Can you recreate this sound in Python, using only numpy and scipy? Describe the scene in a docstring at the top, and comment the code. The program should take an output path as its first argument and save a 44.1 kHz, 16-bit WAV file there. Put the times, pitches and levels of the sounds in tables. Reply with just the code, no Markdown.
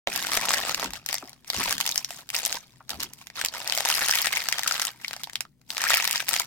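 """A sharp snap of foil and a soft thud: hands rummage in a heap of sweets on a mat, close to a stereo
microphone. They pick up a few bars in plastic foil and roll them between the palms. The foil buckles
in single snaps and in swarms of tiny crackles, the swarms coloured by the hollow of the hands or heap.
Sweets bump softly, the moving hands rumble, and a small furnished room with a low hum answers."""
import sys
import numpy as np
from scipy import signal
from scipy.fft import rfft, irfft, next_fast_len
from scipy.io import wavfile

SR = 44100
rng = np.random.default_rng(int(sys.argv[2]) if len(sys.argv) > 2 else 0)


def store_pcm(level_fs):
    """Save levels as 16-bit WAV."""
    pcm = np.round(np.clip(level_fs, -1, 1) * 32767).astype(np.int16)
    wavfile.write(sys.argv[1], SR, np.atleast_2d(pcm).T)


N = 284886
T = np.arange(N) / SR

# spectrum of the room's steady rumble: (frequency [Hz], relative level [dB])
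ROOM_SPECTRUM = [(25, -2.5), (60, -10), (95, -1), (135, 11.5), (220, -0.5), (400, -38.5), (800, -80),
                 (2000, -31), (6000, -52.5), (16000, -45)]
# partials of the hum in the room: (frequency [Hz], level [dB])
HUM_PARTIALS = [(59.5, -74), (122, -71), (243, -74)]
# colour of the tail that comes back from the walls: (frequency [Hz], gain [dB])
WALL_COLOUR = [(60, 4), (400, -5), (2000, -7), (5000, -8.5), (16000, -9.5)]
# a hand digs in the heap and shifts the sweets: (start [s], length [s], rumble level [dB])
HEAP_DIGS = [(0.067, 0.75, -51.5), (1.551, 0.22, -49), (2.91, 0.089, -50.5)]
# sweets and knuckles bump each other, the heap and the mat: (time [s], level [dB], pitch [Hz], t60 [s])
SOFT_BUMPS = [(0.073, -24.5, 585, 0.061), (0.077, -42, 209, 0.27), (0.829, -35, 326, 0.058),
              (0.848, -33.5, 226, 0.2), (0.864, -45, 68, 0.38), (1.226, -29.5, 950, 0.026),
              (1.229, -33.5, 300, 0.051), (1.561, -31.5, 70, 0.1), (1.58, -30, 234, 0.11),
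              (1.598, -32, 350, 0.045), (2.805, -39.5, 990, 0.048), (2.936, -51, 78.5, 0.57),
              (2.987, -45, 260, 0.043), (3.038, -45, 234, 0.23)]
# the fingers press or roll the foil inside a hollow, the heap or the cupped hands: (start [s], hold [s],
# crackle level [dB], hollow resonance [Hz], resonance height [dB], tilt [dB/octave])
FINGER_SQUEEZES = [(0.087, 0.24, -34.5, 700, -0.5, -2), (0.324, 0.4, -30.5, 1060, 1, -3),
                   (0.779, 0.078, -34, 1060, -1, -4), (0.943, 0.021, -44.5, 900, -4, -3.5),
                   (1.093, 0.061, -36, 704, -5, -3), (1.217, 0.071, -50.5, 680, 16, -2.5),
                   (1.477, 0.02, -43, 1450, 5, -0.5), (1.539, 0.19, -29.5, 700, -4.5, -2.5),
                   (1.802, 0.2, -38, 690, 8, 0), (2.092, 0.11, -42, 705, 2, 0),
                   (2.345, 0.047, -31.5, 704, -1.5, -1.5), (2.429, 0.13, -35.5, 1380, -1.5, -2),
                   (2.905, 0.034, -40, 680, 11, -2), (3.005, 0.028, -37, 704, -9, -4.5),
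                   (3.172, 0.048, -51, 880, 7, 2), (3.366, 0.091, -37.5, 696, -4, -3.5),
                   (3.537, 0.17, -38.5, 675, 2.5, -3.5), (3.732, 0.086, -32.5, 704, 2, -1.5),
                   (3.87, 0.239, -28, 1800, 6.5, 0), (4.146, 0.13, -28.5, 2050, 8.5, 0),
                   (4.32, 0.041, -28, 2000, 8.5, -2), (4.378, 0.5, -36, 1650, 4.5, -2),
                   (4.67, 0.2, -40, 1410, 19, 4), (5, 0.21, -48.5, 1560, 3.5, -1),
                   (5.238, 0.21, -58, 930, -1, -2), (5.708, 0.068, -39.5, 720, 4.5, -0.5),
                   (5.806, 0.09, -31, 1660, 9, -2.5), (5.887, 0.09, -25.5, 2030, 10, -1),
                   (5.993, 0.22, -33, 2030, 10.5, -0.5), (6.283, 0.13, -33.5, 1830, 2, -1.2)]
# spectrum of a buckling facet of foil: (frequency [Hz], relative level [dB])
FOIL_SPECTRUM = [(100, -23), (400, -20), (700, -4.5), (1100, -8), (1900, -1), (2600, 1), (3500, 1.5),
                 (5200, 4), (7400, -1.5), (10400, -7.5), (13000, -2.5), (16000, -13.5)]
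# large facets whose snaps stand out:
# (time [s], level [dB], ring [Hz], ring height [dB], tilt [dB/octave], left minus right [dB])
FOIL_SNAPS = [(0.0731, -17, 2360, 6.5, -7.5, -2), (0.152, -30.5, 1760, 22, -3.0, -4),
              (0.1606, -19, 12400, 9, -1, -2), (0.2256, -25, 2750, 2, 2, -1),
              (0.2486, -25.5, 1550, 14, -5, -3), (0.2689, -22.5, 4630, 0, -1.5, 2),
              (0.3331, -24.5, 2210, 29, -4, 0), (0.352, -24, 11000, 6, 7, 5),
              (0.3729, -14.5, 8750, 8, -4.5, 1), (0.4538, -22.5, 1310, 15, -0.5, -1),
              (0.4863, -19, 2450, 6, -7, 0), (0.492, -21, 7800, 8, -1, 10),
              (0.5062, -17, 1080, 27, -1.5, -2), (0.5344, -21.5, 7400, 10, -3, 9),
              (0.5384, -15, 1570, 9, -2.5, 1), (0.5441, -18.0, 1550, 6, 0, -1),
              (0.6946, -20, 1160, 10, -3, 2), (0.746, -16.5, 2460, 4.5, -0.5, 2),
              (0.8283, -24, 1310, 12, -8, -8), (0.844, -25.5, 6400, 5, 3, -7),
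              (0.9064, -33.5, 2320, 8, 0.0, 1), (0.9349, -27, 880, 18.5, 0.5, -0.5),
              (1.0623, -25, 5510, 7.5, 0.5, 4.5), (1.089, -22.5, 1970, 15, 1.5, 4),
              (1.096, -31, 1840, 3, -4, 6), (1.1287, -22, 819, 4, -1, 7), (1.143, -19.5, 650, 14.5, 1, 0),
              (1.1529, -26, 5600, 19, -3.5, 5), (1.1829, -28, 5900, 12, -1, 3),
              (1.295, -39, 10400, 4, 2.5, 4), (1.3314, -41, 4200, 3, -3.0, 2),
              (1.4465, -45.5, 2770, 3, -3.5, 2), (1.5018, -17.5, 3640, 8, -1.5, 1.5),
              (1.6595, -26, 2450, 12, 2, 1), (1.6862, -27.5, 980, 9, -5, -5), (1.709, -19.5, 1300, 7, 0, 4),
              (1.7258, -17.5, 1380, 12, 1, -2), (1.7813, -24, 1740, 12, 0.5, 3),
              (1.8035, -19.5, 1050, 23, 1, -2), (1.8106, -16.5, 2700, 16, 2, 0),
              (1.864, -19, 2920, 16, 4.5, -2), (1.876, -20, 6550, 11.5, -1.5, 3),
              (1.8918, -20, 5400, 6, 0, 3), (1.9141, -23, 6550, 10, 5, -2),
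              (1.922, -24.5, 3900, 26, -2, 1.5), (1.9584, -21, 12600, 5, -1, 3),
              (1.9781, -14, 5770, 16, 1.5, 0.5), (2.0465, -21.5, 5200, 16, 0.5, 1),
              (2.1069, -28.5, 660, 13.5, -1.5, 1), (2.2911, -31.0, 3280, 3, -1.5, 0),
              (2.3023, -26.0, 2440, 4, 1.5, 2), (2.3464, -21, 3300, 7, -1.0, 1),
              (2.3514, -22.5, 2920, 6, 1.5, 9), (2.3646, -20, 5200, 12, 5, -5),
              (2.4516, -18, 7350, 18, -0.5, 5), (2.4613, -18.5, 11000, 6, 1.5, 2),
              (2.4679, -25, 650, 15, -1, 1), (2.527, -20, 4180, 0, 0.5, 1), (2.894, -27, 1250, 20, 3.5, 0),
              (2.9049, -24, 4570, 6, 0.5, -4), (3.004, -26, 4340, 4, 0.5, 0), (3.0284, -29, 1720, 14, 1, 2),
              (3.0328, -23.5, 1230, 21, 5, -9), (3.1352, -35, 868, 13, 5, 0),
              (3.2706, -35.0, 1950, 6, 1, -6.5), (3.3012, -37.5, 1860, 9, -3.5, 3),
              (3.4144, -20.5, 1450, 11, -2, 2), (3.449, -16.5, 2130, 3.5, 2, 3.5),
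              (3.4606, -20.5, 2780, 3, 2, -3), (3.4855, -24.5, 4700, 16, -1, 2),
              (3.6168, -31, 4130, 14, -8, 0), (3.6762, -22, 5200, 7, 0.5, 5), (3.698, -20, 4910, 12, -4, 4),
              (3.7234, -16.5, 3120, 12, 0.0, 4), (3.751, -23, 689, 23, 7, 2),
              (3.7764, -17.5, 650, 17, 1, -1), (3.7847, -23, 5510, 7, 0, 6),
              (3.8061, -20, 12400, 5, -4.5, 6), (3.8518, -18.5, 4370, -6, -3, 3),
              (3.8569, -18, 910, 19, 0, 1), (3.8884, -19, 2190, -6, -1, 8.5),
              (3.9008, -14.5, 974, 11.5, -0.5, -1), (3.915, -20.0, 3700, 8, -2.0, 0),
              (3.975, -24, 9820, 12, -4, 5), (3.9923, -22, 1580, 19, 0.0, 4),
              (4.015, -23, 2000, 12, -2.0, 4), (4.0211, -22.5, 1800, 8, -7.5, 6),
              (4.062, -23.5, 6940, 4, 1, 5), (4.0848, -16.5, 9900, 13, -2.5, 2),
              (4.095, -18, 1530, 9, -4, 4), (4.1117, -12.5, 5350, 16, 7, 1),
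              (4.1247, -20, 1620, 20.5, 1.5, -2), (4.1369, -17.5, 2180, 19.5, -1, 3),
              (4.1546, -15, 2190, 15.5, 4.5, 1), (4.1859, -22, 3300, 19, -1.0, -5),
              (4.218, -17.5, 1740, 11, 8.5, 3), (4.2581, -18, 1640, 12, -0.5, 5),
              (4.2707, -17.5, 1760, 14, -3, 6), (4.3288, -22, 2600, 22, 7, 5),
              (4.3717, -19, 2240, 28, 3, 10), (4.487, -16, 7500, 0, -1.5, 0.5),
              (4.5258, -15.5, 2020, 16, -1, 4), (4.5841, -22.5, 1630, 9.5, -2, 6),
              (4.5934, -20.5, 800, 12.5, -1.0, 2), (4.634, -22.5, 1740, 16, 0.5, 8),
              (4.6625, -23.5, 1310, 20, -5.5, 2.5), (4.676, -17.5, 5200, 2, 1.5, 5),
              (4.679, -17, 5200, 3, -1.5, 1), (4.711, -18, 1370, 19, -1.5, 5),
              (4.723, -20.0, 5800, 12, 0.5, 5), (4.755, -26, 2920, 7.5, -4, 5),
              (4.7976, -19.5, 1190, 10.5, -2.5, 1), (4.818, -19, 6600, 9, 0.5, 3),
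              (4.8226, -21.5, 1550, 10, 0.0, -3), (4.8518, -21.5, 9100, 5.5, 0, 6),
              (4.8698, -26, 8000, 16, -1, 2), (4.8814, -27.5, 3600, 19.5, 1, -3),
              (5.0468, -23.5, 2100, 20.5, -1.5, 4.5), (5.0819, -25.5, 4130, 17, 3, 4),
              (5.1101, -30.5, 1880, 5.5, -4, 3), (5.1321, -28, 1740, 10.5, -0.5, 5),
              (5.138, -29.5, 1470, 12, -4, 0), (5.1649, -31.5, 730, 9.5, -1, -1),
              (5.2354, -26.0, 868, 11, 2, 4), (5.2412, -29, 3680, 21.5, 2.5, -8),
              (5.2726, -35, 960, 14.5, -4.5, -1), (5.2977, -34.5, 1840, 9, -2.5, 2),
              (5.333, -35.5, 7350, 8.5, -1.5, 3), (5.3564, -20, 4160, 6.5, -2, 2),
              (5.4075, -21.0, 1930, 8, 1, -3), (5.452, -42.0, 1195, 19, -6.5, -2),
              (5.6152, -55.5, 1400, 5, -2.5, 4.5), (5.7045, -24, 4300, 10, -1.5, 5.5),
              (5.7693, -24, 2320, 6, -5, 4), (5.7801, -21, 1300, 15, 0, 0), (5.8177, -21, 868, 6, -1, -2),
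              (5.8396, -17.5, 1420, 14, -1.5, 1), (5.9048, -12.5, 1400, 11, -1.5, 2),
              (5.935, -16.5, 2450, 8, -4, -4), (5.9413, -10.5, 2460, 12, -1.5, 3),
              (5.948, -17, 1640, 17, 8, 4), (5.9715, -15.5, 1930, 23, 4, 1),
              (6.0006, -18.5, 2190, 15, -3.5, 2), (6.043, -21, 1580, 18, 2.5, 3),
              (6.0531, -18.5, 2040, 11, 2.5, 0), (6.0764, -16.5, 12400, 4, -1.5, 3),
              (6.111, -17.5, 2190, 15, 4, 0), (6.1292, -21, 1300, 4, 2.5, 3),
              (6.1585, -18, 5470, 9, -2.5, 2), (6.178, -28, 5510, 22, -4, -7),
              (6.2036, -20, 1720, 15, -2.5, 1), (6.2848, -21, 2060, 6, -1, 1),
              (6.2904, -16.5, 11700, 2, 2.5, 8), (6.3334, -20, 8800, 16, -4, 6),
              (6.3398, -17.5, 1950, 15, 2, 8), (6.3637, -18, 1910, 5, -0.5, 0),
              (6.3981, -14.5, 1270, 22.5, 5, 1)]
# sensitivity of the two microphone ports: (frequency [Hz], left minus right [dB])
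PORT_BALANCE = [(2000, 0), (6500, 0), (7500, 4.5), (8600, 5), (9700, 11), (11000, -0.5), (13500, -1),
                (15500, 14.5)]

CLICK_SIZE, BANK_SIZE = 512, 251  # samples in a click, different cracks to draw on
CLICK_HZ = np.fft.rfftfreq(CLICK_SIZE, 1 / SR)
TILT_OCTAVES = np.log2(np.maximum(CLICK_HZ, 600) / 3000)  # tilts pivot at 3 kHz, flat below 600 Hz


def undb(db):
    """Decibels to gain."""
    return 10 ** (np.asarray(db) / 20)


def unit(x):
    """Scale to rms 1."""
    return x / np.sqrt(np.mean(x ** 2))


def curve(table, t):
    """The columns of a time table, read at times t."""
    times, *columns = np.transpose(table)
    return [np.interp(t, times, column) for column in columns]


def shape_db(points, f):
    """A spectrum of (frequency [Hz], level [dB]) points, read on a log-frequency axis."""
    hz, db = np.transpose(points)
    return np.interp(np.log(f + 1), np.log(hz), db)


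def colour(x, points):
    """Filter x by (frequency [Hz], gain [dB]) points."""
    n = x.shape[-1]
    size = next_fast_len(n + CLICK_SIZE)
    gain = undb(shape_db(points, np.fft.rfftfreq(size, 1 / SR)))
    return irfft(rfft(x, size) * gain, size)[..., :n]


def minimum_phase(db):
    """The response with these gains that rings only after the blow."""
    cepstrum = irfft(np.log(undb(db)))
    fold = np.r_[1, np.full(CLICK_SIZE // 2 - 1, 2), 1, np.zeros(CLICK_SIZE // 2 - 1)]
    return np.exp(rfft(cepstrum * fold))


def resonance(hz, octaves, order=2):
    """One bell of height 1 in a click's spectrum for each centre; a higher order flattens its top."""
    return 1 / (1 + (np.log2((CLICK_HZ + 1) / hz[:, None]) / octaves) ** order)


def add(out, s, sound):
    """Mix a stereo sound in at time s."""
    i = int(np.clip(s * SR, 0, N - 1))
    out[:, i:i + sound.shape[-1]] += sound[:, :N - i]


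def room_tone():
    """The room itself: a low steady rumble with a hum in it, a little stronger on the left."""
    mid, side = colour(rng.standard_normal((2, N)), ROOM_SPECTRUM)
    rumble = undb(-65.5) * (unit(mid) + undb(-10) * np.outer([1, -1], unit(side)))
    hum = sum(np.sqrt(2) * undb(db) * np.sin(2 * np.pi * (hz * T + rng.random()))
              for hz, db in HUM_PARTIALS)
    return (rumble + hum) * undb([[2], [-2]])


def room_reflections(x, t60_s=0.075, wet_db=-4.0, mat_db=-16):
    """The mat throws each click straight back; the small room adds a tail, narrower in the bass."""
    t = T[:SR // 2]
    build = np.interp(t, [.002, .007], [0, 1])
    mid, side = rng.standard_normal((2, len(t))) * np.exp(-np.log(1000) * t / t60_s) * build
    tail = mid + np.outer([1, -1], colour(side, [(500, -9), (2200, 0)]))
    response = undb(wet_db) * colour(tail / np.sqrt(np.sum(tail ** 2) / 2), WALL_COLOUR)
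    response[[0, 1], [int(.0022 * SR), int(.0024 * SR)]] += undb(mat_db)
    return x + signal.fftconvolve(x, response, axes=1)[:, :N]


def hand_rumble(grip, rumble_db=-58, follow=0.22, fade_db_per_s=129):
    """Moving hands give a soft rumble that grows with the effort and swells as they dig in the heap."""
    spectrum = [(30, -21.5), (55, -4.5), (90, -4.5), (130, -1.0), (260, 1.5), (1200, -29.5)]
    mid, side = colour(rng.standard_normal((2, N)), spectrum)
    noise = np.outer(undb([2, -2]), unit(mid)) + undb(-6.0) * np.outer([1, -1], unit(side))
    grip_db = curve(grip, T)[0]
    moving = undb(rumble_db + follow * (grip_db - grip_db.max()))
    digging = sum(undb(db - fade_db_per_s * np.maximum(T - s - length, 0)) * (T > s)
                  for s, length, db in HEAP_DIGS)
    return noise * np.hypot(moving, digging)


def bumps():
    """Soft blows on the heap: loose sweets shift and give a dull, damped thud around one pitch."""
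    out, t = np.zeros((2, N)), T[:SR // 2]
    for s, db, hz, t60 in SOFT_BUMPS:
        band = signal.butter(2, [hz / 1.6, hz * 1.6], "band", fs=SR, output="sos")
        shifts = np.sign(signal.sosfilt(band, rng.standard_normal(len(t))))
        thud = signal.sosfilt(band, shifts * np.exp(-np.log(1000) * t / t60))
        add(out, s, np.outer(undb([1, -1]), thud) * undb(db))
    return out


def finger_grip(attack_db_per_s=894, release_db_per_s=405.5, touch_db_per_s=231,
                relax_db=-18.5, relax_db_per_s=56, slip_db=3, slip_s=0.036):
    """The fingers close quickly on the foil, hold, and let go more slowly.
    Rows: (time [s], crackle level [dB], hollow resonance [Hz], height [dB], tilt [dB/octave])."""
    t = np.arange(0, N / SR, .002)
    start, hold, db, *hollow = np.transpose(FINGER_SQUEEZES)[:, :, None]
    early, late = np.maximum(start - t, 0), np.maximum(t - start - hold, 0)
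    press = undb(db - attack_db_per_s * early - release_db_per_s * late)
    # the fingers brush the foil before they press; released, it creeps back into shape
    creep = undb(db + relax_db - touch_db_per_s * early - relax_db_per_s * late)
    power = press ** 2 + creep ** 2 + 1e-18
    total = power.sum(axis=0)
    # the fingertips catch and slip
    slips = np.interp(t / slip_s, np.arange(len(t)), 2 * rng.random(len(t)) - 1)
    blended_hollow = [np.sum(power * column, axis=0) / total for column in hollow]
    return np.column_stack([t, 10 * np.log10(total) + slip_db * slips, *blended_hollow])


def buckles(times, db, pan_db, facet_db, kinds, crack_s,
            rise_s=.00025, flutter_s=.002, flutter_db=-12, apart_hz=3800, lag_s=0.000086):
    """Foil facets flip: a brief crack, a neighbour just before or after, a faint flutter of the sheet."""
    def swell(t, fall_s):
        return np.exp(np.minimum(t / rise_s, -t / fall_s))

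    lead = CLICK_SIZE // 8  # the facet creeps just before it flips
    t = (np.arange(CLICK_SIZE) - lead) / SR
    noise = rng.standard_normal((BANK_SIZE, 3, CLICK_SIZE))  # shared, left, right
    neighbour_t = t - rng.uniform(-.001, .0016, (BANK_SIZE, 1, 1))
    neighbour = .6 * rng.random((BANK_SIZE, 1, 1)) * swell(neighbour_t, crack_s)
    flutter = undb(flutter_db) * swell(t, flutter_s)
    burst = rfft(noise * (swell(t, crack_s) + neighbour + flutter))
    burst /= np.sqrt(abs(burst))  # a crack holds all frequencies, with only shallow dips
    burst /= np.sqrt(np.mean(abs(burst) ** 2, axis=2, keepdims=True))
    # long waves reach both microphone ports alike, the left one first; short ones are beamed unevenly
    beamed = CLICK_HZ ** 2 / (CLICK_HZ ** 2 + apart_hz ** 2)
    bearing = rng.random(BANK_SIZE) + rng.random(BANK_SIZE)  # each facet lies at its own angle
    lag = np.exp(-2j * np.pi * np.outer(bearing, [0, lag_s])[:, :, None] * CLICK_HZ)
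    at_ports = np.sqrt(1 - beamed) * burst[:, :1] * lag + np.sqrt(beamed) * burst[:, 1:]
    ring = minimum_phase(shape_db(FOIL_SPECTRUM, CLICK_HZ) + facet_db)
    clicks = irfft(at_ports[kinds % BANK_SIZE] * ring[:, None])
    clicks *= np.sqrt(.003 * SR / np.sum(clicks ** 2, axis=2, keepdims=True))  # rms 1 over 3 ms
    clicks *= undb(db[:, None] + np.outer(pan_db, [1, -1]) / 2)[:, :, None]
    out = np.zeros((2, N))
    for s, click in zip(times, clicks):
        add(out, s - lead / SR, click)
    return out


def crackles(grip, count, spread_db, thinning, gain_db, ring_db, tilt_spread_db):
    """Small creases give way, louder and more uneven in a hard squeeze; thinning makes a light one sparse."""
    jitter, size_draw, chance, pitch_draw = rng.random((count, 4)).T
    tilt_scatter, pan_scatter = rng.standard_normal((count, 2)).T
    per_s = count * SR / N
    times = (np.arange(count) + 2 * jitter) / per_s
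    grip_db = curve(grip, times)[0]
    effort = np.interp(grip_db, [-60, -40], [.35, 1])
    size = undb(spread_db * np.minimum(-np.log(size_draw), 2.6))
    density_db = 10 * np.log10(per_s * .003)  # the 3 ms clicks share the swarm's power
    db = grip_db + effort * 20 * np.log10(unit(size)) - density_db + gain_db
    live = np.flatnonzero(chance < effort ** thinning)
    _, hollow_hz, hollow_db, tilt_db = curve(grip, times[live])
    facet_hz = 950 * 2 ** (3.8 * pitch_draw[live] ** 1.5)  # broad, low facets are the commonest
    facet_db = ring_db * resonance(facet_hz, octaves=0.15, order=4)
    facet_db += np.outer(tilt_db + tilt_spread_db * tilt_scatter[live], TILT_OCTAVES)
    facet_db += hollow_db[:, None] * resonance(hollow_hz, octaves=0.61)
    pan_db = 0.32 + 3.9 * pan_scatter[live]
    return buckles(times[live], db[live], pan_db, facet_db, kinds=live, crack_s=.00036)


def snaps(gain_db=0.03):
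    """Close to the microphone, large facets snap through one at a time, each with its own broad ring."""
    times, db, hz, ring_db, tilt_db, pan_db = np.transpose(FOIL_SNAPS)
    facet_db = ring_db[:, None] * resonance(hz, octaves=0.35) + np.outer(tilt_db, TILT_OCTAVES)
    return buckles(times, db + gain_db, pan_db, facet_db, kinds=np.arange(len(times)), crack_s=.00038)


def scene():
    """Up close, snaps, crackles, the rustle of foil sliding on skin and bumps; behind them, the room."""
    grip = finger_grip()
    creases = crackles(grip, count=850, spread_db=2.0, thinning=0.32,
                       gain_db=-1.0, ring_db=15.5, tilt_spread_db=2.5)
    rustle = crackles(grip, count=4000, spread_db=5.0, thinning=0,
                      gain_db=-3.5, ring_db=12, tilt_spread_db=3.5)
    close_sounds = snaps() + creases + rustle + bumps()
    return room_reflections(close_sounds) + hand_rumble(grip) + room_tone()


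def record(dry, ceiling=0.79, opens_s=.069, top_hz=16000):
    """The two microphone ports colour the treble differently; the recorder opens after a moment
    and cuts the top. The hardest foil snaps are softly rounded off."""
    ports = np.array([colour(channel, [(hz, side * db / 2) for hz, db in PORT_BALANCE])
                      for channel, side in zip(dry, (1, -1))])
    rounded = ceiling * np.tanh(ports / ceiling)
    lowpass = signal.ellip(10, .2, 70, top_hz, fs=SR, output="sos")
    return signal.sosfilt(lowpass, rounded * (T > opens_s))


dry = scene()
out = record(dry)
store_pcm(out)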